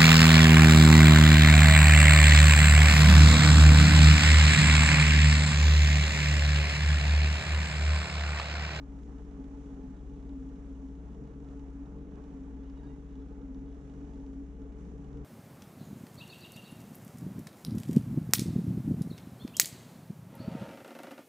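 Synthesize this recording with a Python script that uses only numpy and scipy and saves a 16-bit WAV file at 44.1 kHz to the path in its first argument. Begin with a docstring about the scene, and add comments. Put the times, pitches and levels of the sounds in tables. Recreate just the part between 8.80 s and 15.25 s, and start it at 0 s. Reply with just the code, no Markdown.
"""A three-cylinder four-stroke water scooter idles unevenly on a calm lake, heard at the rider's helmet.
Engine lines rock the mounts; firings and exhaust gas ring the hull; the jet pump hums as modulated tones.
Valve ticks and rattle ring the metal cover; shaped noise makes wash, rumble and foot-well slop.
Gliding sines make bubbles, splashes and gurgles; a thin stack of overtones squeaks once, in two pulls."""
import sys
import numpy as np
from scipy import signal
from scipy.fft import rfft, irfft, next_fast_len
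from scipy.io import wavfile
from scipy.ndimage import uniform_filter1d, map_coordinates

SR = 44100
rng = np.random.default_rng(int(sys.argv[2]) if len(sys.argv) > 2 else 0)


def unload_audio(sound):
    """Save the sound as a 16-bit wav file, at the path given as the first command line argument."""
    columns = np.transpose(np.atleast_2d(sound))
    # keep every value between -1 and 1, then stretch to whole-number steps
    steps = np.round(np.clip(columns, -1, 1) * 32767)
    wavfile.write(sys.argv[1], SR, steps.astype(np.int16))


def rack_gain(trim_db):
    """Turn a fader trim in dB into the linear factor to multiply a signal by."""
    fader = np.asarray(trim_db, float)
    return 10 ** (fader / 20)


N = 284356
T = np.arange(N) / SR
FULL = next_fast_len(N + SR)
HZ = np.fft.rfftfreq(FULL, 1 / SR)
SIDES = np.array([[.5], [-.5]])  # left, right


def level(x, rms_db):
    """Scale to an rms level."""
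    return x * rack_gain(rms_db) / np.sqrt(np.mean(x ** 2))


def over_hz(table):
    """A (frequency [Hz], value) table read on a log-frequency axis."""
    hz, value = np.transpose(table)
    return np.interp(np.log(HZ + 1), np.log(hz + 1), value)


def ring(x, hz, width_hz):
    """Two-pole resonance, gain 1 at the centre."""
    return signal.lfilter(*signal.iirpeak(hz, hz / width_hz, SR), x)


def walk(rate_hz):
    """Random levels held 1 / rate_hz and smoothed twice; spread near 1."""
    hold = int(SR / rate_hz)
    steps = np.repeat(rng.standard_normal(N // hold + 1), hold)
    return 1.91 * uniform_filter1d(uniform_filter1d(steps, hold), hold)[:N]


def strikes(times_s, sizes):
    """Single-sample blows at the given moments."""
    return np.bincount(np.clip((times_s * SR).astype(int), 0, N - 1), sizes, N)


def moments(turn, places):
    """Times [s] at which each engine cycle passes the given places."""
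    return np.interp(np.arange(int(turn[-1]))[:, None] + places, turn, T)


# left over right at the microphone ports: (frequency [Hz], level difference [dB])
PORT_DIFFERENCE = [(30, 2.5), (100, 3.5), (140, 1.6), (270, 0.5), (430, 1.5), (620, -1.3), (860, -8.5),
                   (1500, -7), (3000, -6.5), (4500, 0), (7000, 0), (8000, -6), (11000, -1)]
# phase by which left leads: (frequency [Hz], lead [rad])
PORT_PHASE = [(30, -.2), (340, -.3), (620, -.76), (860, -1.55), (1200, -1.1), (1500, .3), (2000, .74),
              (3200, .05), (4500, -.5), (6000, -1.4), (8000, -3.06), (11000, -3.6)]


def port_response():
    """Level and phase differences between the ports, half on each side."""
    return rack_gain(SIDES * over_hz(PORT_DIFFERENCE)) * np.exp(1j * SIDES * over_hz(PORT_PHASE))


def ports(x):
    """One source as the left and right ports hear it."""
    return irfft(rfft(x, FULL) * port_response(), FULL)[:, :N]


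# hunting idle: (time [s], engine cycle rate [Hz], half the crank speed)
IDLE_SPEED = [(0.0, 15.51), (0.17, 14.97), (0.3, 15.89), (0.37, 15.03), (0.42, 15.81), (0.56, 15.58),
              (0.62, 15.01), (0.73, 15.47), (0.78, 15.13), (0.84, 15.76), (0.98, 14.95), (1.11, 14.75),
              (1.16, 15.32), (1.29, 15.66), (1.49, 15.06), (1.54, 15.48), (1.65, 14.75), (1.84, 15.5),
              (2.06, 14.9), (2.28, 15.66), (2.43, 15.78), (2.78, 15.27), (3.04, 15.33), (3.23, 16.07),
              (3.28, 15.18), (3.35, 15.96), (3.65, 14.95), (3.7, 15.23), (3.98, 15.03), (4.03, 15.68),
              (4.17, 15.34), (4.27, 15.62), (4.41, 15.02), (4.5, 15.59), (4.76, 14.85), (5.05, 15.63),
              (5.1, 15.23), (5.29, 15.58), (5.54, 15.02), (5.79, 15.66), (5.84, 15.11), (6.01, 15.72),
              (6.24, 15.39), (6.45, 15.77)]
START_CYCLES = .066


def idle():
    """Engine position in cycles, two crank turns each: the integral of the hunting speed."""
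    return START_CYCLES + np.cumsum(np.interp(T, *np.transpose(IDLE_SPEED))) / SR


# engine lines: (multiple of cycle rate, rms level [dB], wobble [dB], thump place in cycle [0-1])
ROCKING_LINES = [(2, -59, 1.2, .63), (3, -54, 1.2, .63), (4, -47, .7, .63), (5, -67, 1.5, .73),
                 (6, -72, 2.5, .63), (9, -62, 2.5, .29), (11, -66, 2.5, .28), (13, -63, 2.5, .28)]


def rocking(turn):
    """Engine rocks on its mounts: cycle harmonics sharing a place add into one inward thump a cycle."""
    out = 0
    for multiple, rms_db, wobble_db, place in ROCKING_LINES:
        line = np.cos(2 * np.pi * multiple * (turn - place))
        out = out - np.sqrt(2) * rack_gain(rms_db + wobble_db * walk(6)) * line
    return out


# firings: (place in cycle [0-1], relative strength [dB])
FIRING_PLACES = [(0.201, -4), (0.528, -8.5), (0.87, -8)]
# exhaust and hull modes: (frequency [Hz], nominal width [Hz], firing gain [dB], gas gain [dB])
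HULL_MODES = [(142.2, 23.7, -4, -5), (175.7, 56, -6, -2.5), (221, 36.5, -5, -5.5), (312.7, 27, -8.5, -13.5),
              (393.7, 28, -11, -15.5), (431.6, 35.3, -7.5, -5.5), (452.2, 17, -7, -12.5)]
# underwater burble, used about each column's mean: (time [s], lower-mode level [dB], upper-mode level [dB])
BURBLE_SWELL = [(0.05, -59, -61.5), (0.07, -52, -61), (0.28, -50.5, -58), (0.99, -51.5, -56),
                (1.11, -50, -62), (1.39, -53.5, -58), (1.69, -53.5, -60), (2.35, -51, -59),
                (2.42, -48, -53.5), (2.44, -48.5, -57.5), (2.93, -54.5, -56), (2.97, -47, -63),
                (3.05, -56, -60), (3.07, -49.5, -58), (3.29, -51, -57), (3.71, -54, -58.5),
                (4.63, -53, -58), (4.75, -50.5, -61), (4.9, -53.5, -57), (5.39, -51, -57), (5.44, -55, -59),
                (5.53, -49, -55), (5.57, -49, -66), (5.64, -52, -56), (5.69, -53, -60), (5.78, -51, -56),
                (5.96, -55, -59.5), (6.15, -47.5, -54.5), (6.19, -52.5, -60), (6.4, -49.5, -55.5)]
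FIRING_RMS_DB, FIRING_SCATTER_DB, FIRING_JITTER_S = -53.5, 2, .0007
GAS_RMS_DB, UPPER_HZ = -54.5, 300


def exhaust(turn):
    """Uneven firings and turbulent gas ring the same modes; exhaust burbles under the waterline."""
    place, strength_db = np.transpose(FIRING_PLACES)
    times = moments(turn, place)
    times_s = times + FIRING_JITTER_S * rng.standard_normal(times.shape)
    strengths_db = strength_db + FIRING_SCATTER_DB * rng.standard_normal(times.shape)
    blows = strikes(times_s.ravel(), rack_gain(strengths_db).ravel())
    gas = rng.standard_normal(N) * rack_gain(1.4 * walk(12))
    s, *swells_db = np.transpose(BURBLE_SWELL)
    lower, upper = (rack_gain(np.interp(T, s, db - db.mean())) for db in swells_db)
    fired, swirl = 0, 0
    for k, (hz, width_hz, fired_db, gas_db) in enumerate(HULL_MODES):
        swell = upper if hz > UPPER_HZ else lower
        # ringing each mode twice keeps the valleys dark
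        fired_mode = ring(ring(blows, hz, 1.6 * width_hz), hz, 1.6 * width_hz)
        gas_mode = ring(ring(gas, hz, 1.34 * width_hz), hz, 1.34 * width_hz)
        fired = fired + (-1) ** k * rack_gain(fired_db) * swell * fired_mode
        swirl = swirl + rack_gain(gas_db) * swell * gas_mode
    return level(fired, FIRING_RMS_DB) + level(swirl, GAS_RMS_DB)


# main pump line before wobble: (time [s], rms level [dB])
HUM_LEVEL = [(0.0, -40.5), (0.07, -53), (0.16, -44), (0.23, -54.5), (0.36, -46.5), (0.38, -51.5),
             (0.55, -52), (0.61, -43), (0.7, -52.5), (0.74, -47), (0.84, -55.5), (0.9, -47), (1.11, -45),
             (1.17, -63.5), (1.18, -53), (1.67, -43.5), (1.83, -51.5), (1.92, -42), (1.98, -48.5),
             (2.06, -42), (2.08, -47), (2.39, -57.5), (2.42, -50.5), (2.53, -56), (2.55, -49.5),
             (2.71, -49.5), (2.75, -45.5), (2.95, -49), (3.02, -44), (3.05, -54), (3.09, -50.5),
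             (3.14, -59.5), (3.21, -50), (3.38, -54.5), (3.48, -49.5), (3.5, -52.5), (3.59, -42.5),
             (3.73, -48), (3.92, -45), (4.02, -52.5), (4.06, -46), (4.24, -51.5), (4.42, -42), (4.47, -54),
             (4.52, -46.5), (4.76, -44), (5.04, -54.5), (5.1, -46.5), (5.14, -54), (5.24, -48.5),
             (5.28, -58.5), (5.37, -48.5), (5.62, -45), (5.78, -55), (5.82, -43.5), (5.93, -53.5),
             (6.16, -53), (6.2, -43.5), (6.23, -52.5), (6.45, -48.5)]
HUM_MULTIPLE, HUM_LEAD_S, HUM_WOBBLE_DB = 18, .028, 1.08


def pump(turn, flutter_rad=.3, lower_db=-13, upper_db=-17):
    """Blades passing vanes hum; a neighbour line one cycle rate to each side makes the hum throb."""
    hz = HUM_MULTIPLE * np.interp(T + HUM_LEAD_S, *np.transpose(IDLE_SPEED))
    rms_db = np.interp(T, *np.transpose(HUM_LEVEL)) + HUM_WOBBLE_DB * walk(14)
    blade = 2 * np.pi * np.cumsum(hz) / SR + flutter_rad * walk(25)
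    cycle = 2 * np.pi * turn + 1.27 * walk(5)
    lines = np.cos(blade) + rack_gain(lower_db) * np.cos(blade - cycle) + rack_gain(upper_db) * np.cos(blade + cycle)
    return np.sqrt(2) * rack_gain(rms_db) * lines


# loose cover modes: (frequency [Hz], width [Hz], rms level [dB])
RATTLE_MODES = [(2935, 160, -92.5), (3380, 130, -92), (3750, 200, -95.5)]


def rattle(turn):
    """Tiny random knocks, bunched by the firings, ring the cover's main modes."""
    bunch_db = 2.4 * np.cos(2 * np.pi * len(FIRING_PLACES) * (turn - .98))
    knock_db = 5 * rng.exponential(size=N) ** .7 + bunch_db + 2 * walk(20)
    knocks = rng.standard_normal(N) * rack_gain(knock_db)
    return sum(level(ring(knocks, hz, width_hz), rms_db) for hz, width_hz, rms_db in RATTLE_MODES)


# port-to-port likeness of water noise: (frequency [Hz], likeness [0-1])
LIKENESS = [(30, 0.95), (140, 1), (430, 0.5), (700, 0.98), (1100, 0.3), (2000, 0.3), (3400, 0.2),
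            (6000, 0.1), (10000, 0.2)]


def rush(spectrum, flicker_db, treble_db=0, count=20):
    """Noise in half-octave bands, neighbours flickering partly together; partly alike at both ports."""
    alike = np.clip(over_hz(LIKENESS), 0, 1)
    white = rfft(rng.standard_normal((2, FULL)))
    pair = np.array([white[0], alike * white[0] + np.sqrt(1 - alike ** 2) * white[1]])
    pair = pair * rack_gain(over_hz(spectrum)) * port_response()
    scale = np.sqrt(np.mean(irfft(pair.mean(0), FULL) ** 2))
    step = 2 * np.log2(HZ / 16 + 1e-9)  # half octaves above 16 Hz
    out, shared = 0, walk(3.9)
    for k in range(count):
        shared = .58 * shared + .7 * walk(10)
        treble_share = np.clip((k - 13) / 3, 0, 1)  # 0 at 1.4 kHz, 1 from 4.1 kHz
        band = irfft(pair * np.clip(1 - abs(step - k), 0, 1), FULL)[:, :N]
        out = out + band * rack_gain(flicker_db * shared + treble_share * treble_db)
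    return out / scale


# wash; spray less wash, about its mean, lifts the treble: (time [s], wash level [dB], spray level [dB])
WASH_LEVEL = [(0.05, -65.5, -84), (0.23, -66.5, -81.5), (0.24, -74, -81), (0.28, -63.5, -82.5),
              (0.37, -67.5, -83), (0.4, -62, -83), (0.44, -71, -83), (0.46, -65, -83), (0.85, -64, -82),
              (1.11, -67, -82), (1.14, -64.5, -83.5), (1.2, -67.5, -84), (1.94, -67, -82),
              (2.19, -68, -85.5), (2.33, -66, -83), (2.4, -68, -83.5), (2.54, -64, -84), (2.56, -67.5, -84),
              (2.74, -63, -82), (2.76, -66.5, -83), (3.14, -66, -84.5), (3.25, -67, -85.5),
              (3.36, -64.5, -82), (3.37, -60.5, -82), (3.41, -65, -82), (3.59, -66.5, -84.5),
              (3.85, -66.5, -83.5), (4.88, -67.5, -85), (4.91, -66.5, -84.5), (5.3, -65, -82),
              (5.78, -68, -86), (5.82, -64.5, -81.5), (5.83, -66.5, -84.5), (5.92, -64, -84),
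              (5.96, -67.5, -85), (5.99, -64, -79.5), (6.13, -65, -82.5), (6.15, -67, -84),
              (6.38, -63, -82), (6.4, -63.5, -84.5)]
# wash spectrum: (frequency [Hz], relative density [dB per Hz])
WASH_SPECTRUM = [(300, -31), (510, -3), (582, -4.5), (729, -4), (854, -5.5), (937, -9.5), (1080, -8),
                 (2560, -22.5), (3420, -26.5), (4180, -31), (5150, -30), (5550, -25), (6130, -24),
                 (6990, -25.5), (7900, -32.5), (12000, -45), (15600, -81), (22000, -120)]


def wash(turn):
    """Water rushes along the hull, whose shaking pulses it once a crank turn."""
    s, wash_db, spray_db = np.transpose(WASH_LEVEL)
    lift_db = spray_db - wash_db
    treble_db = np.interp(T, s, lift_db - lift_db.mean())
    pulse_db = .75 * np.cos(4 * np.pi * (turn - .05))
    return rack_gain(np.interp(T, s, wash_db) + pulse_db) * rush(WASH_SPECTRUM, .6, treble_db)


# rumble spectrum: (frequency [Hz], relative density [dB per Hz])
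RUMBLE_SPECTRUM = [(6, -15), (20, -7), (60, 5), (100, -2), (130, -4.5), (250, -2), (340, -6.5), (520, -21),
                   (800, -40)]
RUMBLE_DB = -59


def rumble():
    """Low water noise around the hull, flickering band by band."""
    return rack_gain(RUMBLE_DB) * rush(RUMBLE_SPECTRUM, 1.1, count=12)


# foot-well air modes before shaking: (frequency [Hz], width [Hz], rms level [dB])
POCKET_MODES = [(859.6, 18, -74.5), (787, 40, -82), (628, 40, -80)]
POCKET_DRIFT = .005  # relative pitch


def pocket(turn):
    """Slop rings air pockets, their pitch drifting with the water level, shaken once a crank turn."""
    slop = rng.standard_normal(N)
    rung = sum(level(ring(slop, hz, width_hz), rms_db) for hz, width_hz, rms_db in POCKET_MODES)
    position = np.cumsum(1 + POCKET_DRIFT * walk(6))
    drifting = map_coordinates(rung, [position], mode="mirror")
    return drifting * rack_gain(2 * walk(9) + 2 * np.cos(4 * np.pi * (turn - .1)))


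# loud valve blows, before TICK_LAG_S: (time [s], blow level [dB])
LOUD_TICKS = [(0.1217, -62), (0.188, -58), (0.2319, -56.5), (0.2758, -63), (0.3187, -64), (0.3826, -59.5),
              (0.4484, -64), (0.5113, -62), (0.5976, -63), (0.6405, -57), (0.6859, -66), (0.7502, -65),
              (0.8575, -59), (0.8994, -64), (0.9438, -61), (1.032, -61), (1.1653, -68), (1.296, -62),
              (1.4257, -63), (1.4916, -59), (1.6233, -67), (1.69, -61), (1.7574, -60), (1.9525, -67),
              (2.0847, -63), (2.1516, -64), (2.3037, -64), (2.3301, -61), (2.3451, -59), (2.4374, -61.5),
              (2.4738, -63), (2.601, -62), (2.6439, -58), (2.6858, -56), (2.7138, -63), (2.7946, -56),
              (2.8824, -62), (3.057, -62), (3.3124, -65), (3.3553, -58), (3.4386, -58), (3.6342, -66),
              (3.7005, -71), (3.8322, -60), (3.8976, -56.5), (3.9574, -65), (3.9754, -58.5), (4.0318, -61),
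              (4.0532, -67), (4.1166, -68), (4.1595, -66), (4.2887, -67), (4.3535, -59.5), (4.4194, -65),
              (4.4638, -68), (4.4848, -64), (4.614, -61), (4.6798, -67), (4.7447, -57.5), (4.9442, -62),
              (5.0964, -57), (5.1376, -58), (5.249, -60), (5.2914, -60), (5.3343, -59), (5.3568, -61),
              (5.3987, -63), (5.4221, -68), (5.463, -57.5), (5.5304, -60), (5.7923, -68), (5.817, -60.5),
              (5.922, -62), (6.0083, -61), (6.0502, -61), (6.1789, -59), (6.2433, -58), (6.2867, -62),
              (6.3286, -57.5), (6.371, -55.5)]
# regular valve blows: (place in cycle [0-1], blow level [dB])
VALVE_PLACES = [(.96, -69), (.31, -69.5), (.63, -70)]
# metal cover modes: (frequency [Hz], relative level [dB], t60 [s])
COVER_MODES = [(1550, -4, .012), (2050, -2, .016), (2500, -4, .012), (2950, 1, .022), (3400, 0, .018),
               (3750, -1, .018), (4300, -6, .01), (4750, -5, .01), (5400, -3, .008), (6000, -3, .008),
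               (6700, -5, .007)]
VALVE_SCATTER_DB, MODE_SCATTER_DB, TICK_LAG_S = 1.5, 1.5, .001
CRACK_DECAY_S, SNAP_DB, CRACK_GAIN_DB, RING_GAIN_DB = .0012, 9, -3.5, -1.5


def valves(turn):
    """Three ticks a cycle, some much louder: a thin crack that rings the metal cover."""
    place, soft_db = np.transpose(VALVE_PLACES)
    times = moments(turn, place)
    loud_s, loud_db = np.transpose(LOUD_TICKS)
    # a loud tick replaces any soft one within 8 ms
    free = abs(times[..., None] - loud_s).min(-1) > .008
    soft = free * rack_gain(soft_db + VALVE_SCATTER_DB * rng.standard_normal(times.shape))
    blows = strikes(times.ravel(), soft.ravel()) + strikes(loud_s + TICK_LAG_S, rack_gain(loud_db))
    t, rung = T[:SR // 30], 0
    for hz, db, t60_s in COVER_MODES:
        mode = rack_gain(db) * np.exp(-np.log(1000) * t / t60_s) * np.sin(2 * np.pi * (hz * t + rng.random()))
        # each blow lands elsewhere: another mix of modes
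        mixed = blows * rack_gain(MODE_SCATTER_DB * rng.standard_normal(N))
        rung = rung + signal.fftconvolve(mixed, mode)[:N]
    rung = rung / np.sqrt(len(COVER_MODES))
    envelope = signal.lfilter([1], [1, -np.exp(-1 / (CRACK_DECAY_S * SR))], blows)
    burst = envelope * rng.standard_normal(N) + rack_gain(SNAP_DB) * blows
    crack = ring(ring(burst, 3200, 7000), 3200, 7000)
    both = rack_gain(RING_GAIN_DB) * rung + rack_gain(CRACK_GAIN_DB) * crack
    # padded seat over the engine swallows the top
    return signal.sosfilt(signal.butter(4, 7600, fs=SR, output="sos"), both)


def add_bubble(out, start_s, length_s, hz0, hz1, peak_db):
    """A short gliding ring of trapped air."""
    i, u = int(start_s * SR), np.arange(int(length_s * SR)) / (length_s * SR)
    phase = length_s * (hz0 * u + (hz1 - hz0) * u ** 2 / 2)
    out[i:i + len(u)] += np.sin(np.pi * u ** .72) * rack_gain(peak_db) * np.sin(2 * np.pi * phase)


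# bubble swarms against the hull: (time [s], length [s], level [dB])
SPLASH_SWARMS = [(0.452, .1, -71), (0.621, 0.073, -68), (0.742, 0.073, -73), (.92, 0.06, -67),
                 (2.62, .14, -66), (2.9, .06, -72), (3.339, 0.066, -63), (3.919, .08, -74),
                 (4.15, 0.08, -67), (5.12, .1, -75), (5.998, 0.11, -70), (6.298, 0.099, -72)]
# gurgles before chopping: (time [s], length [s], start pitch [Hz], end pitch [Hz], peak level [dB])
LONE_GURGLES = [(1.56, .11, 1300, 1340, -79), (2.64, .09, 1330, 1320, -74), (2.71, .075, 1450, 1480, -74),
                (4.03, .06, 1620, 1680, -73), (4.09, .09, 1930, 2050, -76)]
BUBBLES_PER_S, BUBBLE_DB, SWARM_COUNT = 49, -78, 12


def bubbles(turn, chop_db=2.5):
    """Small rising bubbles, random and in splashes; the firings' shaking chops lone gurgles."""
    small, lone = np.zeros((2, N + SR))
    for when, size, loud in rng.random((int(BUBBLES_PER_S * N / SR), 3)):
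        hz = 600 * 6 ** size
        add_bubble(small, when * N / SR, 14 / hz, hz, 1.2 * hz, BUBBLE_DB - 14 * size + 9 * loud)
    for start_s, length_s, db in SPLASH_SWARMS:
        for when, size, loud in rng.random((SWARM_COUNT, 3)):
            hz = 520 * 3.1 ** size
            add_bubble(small, start_s + when * length_s, 12 / hz, hz, 1.15 * hz, db - 9 * size - 6 * loud)
    for row in LONE_GURGLES:
        add_bubble(lone, *row)
    shake_db = chop_db * np.cos(2 * np.pi * len(FIRING_PLACES) * (turn - .05))
    return small[:N] + lone[:N] * rack_gain(shake_db + 2 * walk(220))


# squeak in two pulls, before colour and wobble: (time [s], pitch [Hz], level [dB])
SQUEAK_GLIDE = [(3.76, 840, -95), (3.79, 850, -72), (3.815, 860, -80), (3.835, 875, -77), (3.86, 960, -74),
                (3.885, 1065, -71), (3.905, 1075, -73), (3.92, 1075, -100), (3.94, 960, -100),
                (3.97, 950, -74), (4.03, 945, -77), (4.065, 920, -72), (4.12, 935, -69), (4.15, 950, -74),
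                (4.175, 950, -100)]
# squeak colour: (frequency [Hz], gain [dB])
SQUEAK_GAIN = [(800, 0), (1000, 0), (1700, -2), (1850, -14), (2300, -22), (2800, -11), (3200, -20),
               (3700, -14), (4150, -15), (4300, -14), (4600, -22), (5000, -40)]


def squeak(count=6):
    """Five gliding harmonics through a fixed colour, slightly hoarse."""
    s, hz, db = np.transpose(SQUEAK_GLIDE)
    pitch_hz = np.interp(T, s, hz)
    phase = np.cumsum(pitch_hz * (1 + .008 * walk(150))) / SR
    stack = 0
    for k in range(1, count):
        colour_db = np.interp(k * pitch_hz, *np.transpose(SQUEAK_GAIN))
        stack = stack + rack_gain(colour_db + 3 * walk(60)) * np.sin(2 * np.pi * k * phase)
    return stack * rack_gain(np.interp(T, s, db) + 1.5 * walk(90)) * (T > s[0]) * (T < s[-1])


def scene():
    """Engine and small sources share one port response; ticks lean right; water noise surrounds the hull."""
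    turn = idle()
    engine = rocking(turn) + exhaust(turn) + pump(turn)
    cover = (rattle(turn) + valves(turn)) * rack_gain(np.array([[-.9], [.9]]))
    water = wash(turn) + rumble()
    return ports(engine + pocket(turn) + bubbles(turn) + squeak()) + cover + water


def roll_off(x):
    """The treble ends steeply here."""
    return signal.sosfilt(signal.butter(12, 13500, fs=SR, output="sos"), x)


def record(dry):
    """The finished two-port mix."""
    return roll_off(dry)


dry = scene()
out = record(dry)
unload_audio(out)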